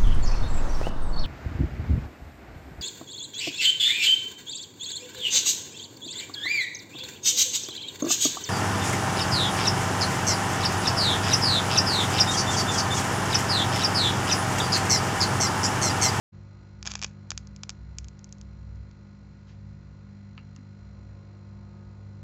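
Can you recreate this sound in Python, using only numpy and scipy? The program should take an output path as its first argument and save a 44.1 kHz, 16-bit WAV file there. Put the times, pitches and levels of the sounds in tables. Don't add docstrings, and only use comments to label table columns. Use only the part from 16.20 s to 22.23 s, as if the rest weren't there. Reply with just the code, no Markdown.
import sys
import numpy as np
from scipy import signal
from scipy.fft import rfft, irfft
from scipy.io import wavfile

SR = 44100
rng = np.random.default_rng(int(sys.argv[2]) if len(sys.argv) > 2 else 0)


def materialize(psi):
    bounded = np.clip(np.atleast_2d(psi).T, -1, 1)
    quanta = np.round(bounded * 32767).astype(np.int16)
    wavfile.write(sys.argv[1], SR, quanta)


N = 265923
TIME = np.arange(N) / SR
MAINS_HZ = 50
TREBLE_TOP_HZ, CUTOFF_HZ = 7700, 8882


def from_db(db):
    return 10 ** (np.asarray(db) / 20)


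def unit_power(x):
    return x / np.sqrt(np.mean(x ** 2) + 1e-20)


def db_at(points, hz):
    point_hz, db = np.transpose(points)
    return np.interp(np.log(hz + 1), np.log(point_hz), db)


def coloured_noise(colour):
    gain = from_db(db_at(colour, np.fft.rfftfreq(N, 1 / SR)))
    return unit_power(irfft(rfft(rng.standard_normal(N)) * gain, N))


def drift(rate_hz):
    gain = 1 / (1 + (np.fft.rfftfreq(N, 1 / SR) / rate_hz) ** 2)
    return unit_power(irfft(rfft(rng.standard_normal(N)) * gain, N))


def swells(rows, attack_s, release_s):
    power = np.zeros(N)
    for start, length, db in rows:
        rise = np.clip((TIME - start) / attack_s, 0, 1)
        fall = np.exp(-np.clip((TIME - start - length) / release_s, 0, 20))
        power += (from_db(db) * rise * fall) ** 2
    return np.sqrt(power)


def resonate(x, hz, width_hz):
    r, w = np.exp(-np.pi * width_hz / SR), 2 * np.pi * hz / SR
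    return signal.lfilter(np.array([1, 0, -1]) * (1 - r * r) / 2, [1, -2 * r * np.cos(w), r * r], x)


def ring(clicks, hz, t60):
    r, w = np.exp(-np.log(1000) / (t60 * SR)), 2 * np.pi * hz / SR
    return signal.lfilter([0, np.sin(w)], [1, -2 * r * np.cos(w), r * r], clicks + 1e-18)


def clicks_at(times, db):
    out = np.zeros(N)
    out[np.round(times * SR).astype(int)] = from_db(db)
    return out


def overtone_change_db(sink_db_per_s=0.53, step_at_s=4.47, step_s=0.36, step_db=4.5):
    step = np.clip((TIME - step_at_s) / step_s, 0, 1)
    return step_db * step + sink_db_per_s * (TIME.mean() - TIME)


def room_air(steady_db=-58, rush_db=-71.3, flutter_db=1.5):
    # frequency in Hz, relative level in dB.
    air_colour = [(20, -13), (35, -2), (50, -0.5), (80, 9), (130, 3), (230, 0.5), (330, -9), (480, -18),
                  (1000, -14), (1700, -17), (2500, -20.5), (3000, -27.5), (4600, -23.5), (7600, -32.5)]
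    rush = coloured_noise([(200, -21), (330, -0.5), (560, -1.5), (700, -4.5), (1100, -5.5), (1500, -34)])
    level_db = rush_db + 1.6 * overtone_change_db() + flutter_db * drift(rate_hz=10.5)
    return from_db(steady_db) * coloured_noise(air_colour) + from_db(level_db) * rush


def motor_rumble(motor_hz=62.87, rest_db=-56.5, wander_db=3.0, noise_hz=58, width_hz=24):
    # start in seconds, length in seconds, relative level in dB.
    rumble_swells = [(0.57, 0.3, -49), (1.09, 0.25, -50), (1.56, 0.32, -43), (2.17, 0.18, -47),
                     (2.36, 0.26, -41.5), (3.05, 0.72, -55.5), (4.6, 0.32, -50), (5.3, 0.25, -53.5)]
    rest = from_db(rest_db + wander_db * drift(rate_hz=7.7))
    level_db = 20 * np.log10(np.hypot(rest, swells(rumble_swells, attack_s=0.045, release_s=0.036)))
    phase = 2 * np.pi * (motor_hz * TIME + 0.032 * drift(rate_hz=11.0))
    noise = resonate(rng.standard_normal(N), noise_hz, width_hz)
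    noise = unit_power(resonate(noise, noise_hz, width_hz))
    low = from_db(3.5) * np.sin(phase) + from_db(-9) * noise
    octave = from_db(-58 + 0.4 * (level_db - level_db.mean())) * np.sin(2 * phase)
    return from_db(level_db) * low + octave


def appliance_buzz(level_db=-71.5, wander_db=1.0, pulse_db=11.5):
    # frequency in Hz, width in Hz, relative level in dB.
    casing_modes = [(1390, 320, -4), (2044, 420, -5), (2695, 45, -3.5), (3310, 69, -6), (4125, 90, 1),
                    (4760, 160, -13.5), (5680, 160, -10), (6820, 150, -10.5)]
    period = round(SR / MAINS_HZ)
    one_cycle = irfft(np.exp(2j * np.pi * rng.random(period // 2 + 1)), period)
    rattle = np.resize(one_cycle, N) * from_db(-pulse_db * np.cos(2 * np.pi * MAINS_HZ * TIME))
    casing = sum(from_db(db) * resonate(resonate(rattle, hz, width), hz, 2 * width)
                 for hz, width, db in casing_modes)
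    return from_db(level_db + wander_db * drift(rate_hz=1.1)) * unit_power(casing)


def mains_hum(waver_db=2.0, lowest_waver_db=1.5, swell_share=0.9):
    # multiple of the mains frequency, middle level in dB.
    hum_tones = [(2, -45.5), (3, -50.5), (4, -50), (5, -66), (6, -67.5), (7, -67.5), (8, -77), (9, -73.5),
                 (10, -77), (11, -69.5), (12, -80), (14, -78), (18, -77), (19, -81.5), (21, -77.5),
                 (25, -74.5), (28, -82), (29, -75.5), (33, -81.5), (40, -80.5)]
    # time in seconds, relative level in dB.
    swell_shape = [(0.15, -48), (0.34, -47.5), (2.18, -51), (2.62, -45), (2.82, -54), (3.43, -47.5),
                   (5.95, -45)]
    swell_db = np.interp(TIME, *np.transpose(swell_shape))
    out = np.zeros(N)
    for multiple, db in hum_tones:
        waver = drift(rate_hz=2.1)
        if multiple == 2:
            change_db = swell_share * (swell_db - swell_db.mean()) + lowest_waver_db * waver
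        else:
            change_db = waver_db * waver
        if 7 <= multiple <= 25:
            change_db += overtone_change_db()
        out += from_db(db + change_db) * np.sin(2 * np.pi * (multiple * MAINS_HZ * TIME + rng.random()))
    return out


def echo_tail(t60, delay_s):
    t = TIME[:SR // 4]
    noise = rng.standard_normal(len(t)) * np.exp(-np.log(1000) * t / t60) * (t > delay_s)
    return noise / np.linalg.norm(noise)


def add_echoes(x, bounce_s=0.000935, bounce_db=-17, near_db=-13, room_db=-24):
    near = echo_tail(t60=0.021, delay_s=bounce_s)
    room = echo_tail(t60=0.17, delay_s=0.004)
    echoes = from_db(near_db) * near + from_db(room_db) * room
    echoes[round(bounce_s * SR)] += from_db(bounce_db)
    return x + signal.fftconvolve(x, echoes)[:N]


def ember_hiss():
    # start in seconds, length in seconds, level in dB.
    flares = [(3.26, 0.037, -60)]
    hiss = coloured_noise([(200, -14), (700, 2.5), (2600, -3), (4000, -5), (6500, -9), (9000, -33)])
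    return swells(flares, attack_s=0.034, release_s=0.04) * hiss


def settling_knocks(thud_hz=250, thud_t60=0.14, rustle_db=-8, rustle_t60=0.11):
    # time in seconds, strength of the blow in dB, thud level in dB.
    knocks = [(4.1786, -44.5, -58), (4.1783, -38.5, -56), (4.3633, -53.5, -57), (4.385, -62.5, -45)]
    # frequency in Hz, gain in dB, seconds to fade by 60 dB.
    knock_modes = [(700, -24, 0.0157), (970, -8, 0.02), (1250, -3.5, 0.015), (1715, 0.5, 0.012),
                   (2430, 2, 0.0073), (2770, 0.5, 0.015), (4430, -3, 0.0042)]
    times, blow_db, thud_db = np.transpose(knocks)
    blows = clicks_at(times, blow_db)
    fading = signal.fftconvolve(blows, np.exp(-np.log(1000) * TIME[:SR // 4] / rustle_t60))[:N]
    same_energy = np.sqrt(2 * np.log(1000) / (rustle_t60 * SR))
    rustle = fading * rng.standard_normal(N) * same_energy
    push = blows + from_db(rustle_db) * rustle
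    ringing = sum((-1) ** k * from_db(db) * ring(push, hz, t60)
                  for k, (hz, db, t60) in enumerate(knock_modes))
    return ringing + ring(clicks_at(times, thud_db), thud_hz, thud_t60)


def snap(tilt_db, uneven_db=2.0, size=512):
    # frequency in Hz, relative level in dB.
    spark_colour = [(150, -27), (500, -14.5), (900, -9.5), (1700, -5.5), (2150, -13.5), (2400, -1.5),
                    (3000, -6), (3650, -4.5), (3900, -5.5), (4250, -14.5), (4420, -3), (5600, -2),
                    (6700, -0.5), (7600, -7.5)]
    hz = np.fft.rfftfreq(size, 1 / SR)
    uneven = np.interp(hz, np.linspace(0, CUTOFF_HZ, 12), rng.standard_normal(12))
    octaves = np.log2(np.clip(hz, 900, 6500) / 6500)
    gain = from_db(db_at(spark_colour, hz) + tilt_db * octaves + uneven_db * uneven)
    gain /= 1 + (hz / CUTOFF_HZ) ** 8
    fold = np.r_[1, np.full(size // 2 - 1, 2), 1, np.zeros(size // 2 - 1)]
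    spectrum = np.exp(rfft(irfft(np.log(gain)) * fold))
    treble = irfft(spectrum * ((hz > 1500) & (hz < TREBLE_TOP_HZ)))
    treble_peak = np.abs(signal.hilbert(treble)).max()
    return -irfft(spectrum) / treble_peak


def scrape_crackle(contacts_per_s=450, boost_db=11.25, spread_db=9.0):
    # start in seconds, length in seconds, base level in dB.
    scrapes = [(0.652, 0.027, -51), (0.70, 0.065, -55.5), (0.815, 0.022, -49.5)]
    contacts = rng.random(N) < contacts_per_s / SR
    scraping = swells(scrapes, attack_s=0.008, release_s=0.028)
    sizes = scraping * from_db(boost_db + spread_db * rng.random(N))
    return signal.fftconvolve(contacts * sizes, snap(tilt_db=-3.0))[:N]


def sparks(gain_db=0.5, rise_s=0.00013):
    # time in seconds, relative level in dB, tilt in dB per octave.
    spark_events = [(0.6282, -22.5, 0.5), (0.6522, -32, -5), (0.6571, -22.5, -3), (0.665, -27, 12),
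                    (0.6674, -19, -0.5), (0.6744, -15, 0), (0.675, -19, 6), (0.6756, -19, -0.5),
                    (0.698, -32, -1), (0.705, -30, 0), (0.708, -27, 3), (0.714, -24.5, 0), (0.7177, -17, 0),
                    (0.7381, -24, -2.5), (0.754, -20.5, -4), (0.7552, -15, 0), (0.793, -28, 1),
                    (0.817, -20, -1), (0.8267, -15.5, -2), (0.8341, -25, 0), (0.8358, -16, 0.5),
                    (0.8447, -14.5, 1), (0.845, -24, -6), (0.8471, -14, -1.5), (0.865, -35.5, 2),
                    (1.1057, -13, 3), (1.1177, -18.5, -4), (1.1774, -16, 3), (1.2723, -36, 9),
                    (1.3632, -32.5, 5.5), (1.4341, -26, 12), (1.4352, -19.5, -0.5), (1.4945, -16, 0.5),
                    (1.5035, -25, 2), (1.7856, -18.5, 6), (1.845, -34.5, 3.5), (1.8847, -32.5, 5),
                    (1.9925, -40, 7), (2.044, -32, 10.5), (2.0924, -46, 5), (2.126, -29.5, 10.5),
                    (2.1843, -45.5, 4), (2.2139, -33.5, 5.5), (2.5583, -52.5, 1), (2.7132, -45.5, -1.5),
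                    (4.3632, -37.5, 3.5)]
    out = np.zeros(N)
    for time_s, db, tilt_db in spark_events:
        pulse = snap(tilt_db)
        start = round((time_s - rise_s) * SR)
        out[start:start + len(pulse)] += from_db(db + gain_db) * pulse
    return out


def scene():
    wool = add_echoes(sparks() + scrape_crackle() + settling_knocks())
    room = mains_hum() + appliance_buzz() + motor_rumble() + room_air()
    return (wool + ember_hiss() + room)[None, :]


def record(dry, start_s=0.12, fade_s=0.022):
    faded_in = dry[0] * np.clip((TIME - start_s) / fade_s, 0, 1)
    sharp_cut = signal.firwin(301, TREBLE_TOP_HZ, fs=SR, window="boxcar")
    gentle_cut = signal.firwin(101, CUTOFF_HZ, fs=SR)
    trimmed = signal.fftconvolve(faded_in, sharp_cut, mode="same")
    return signal.fftconvolve(trimmed, gentle_cut, mode="same")[None, :]


dry = scene()
out = record(dry)
materialize(out)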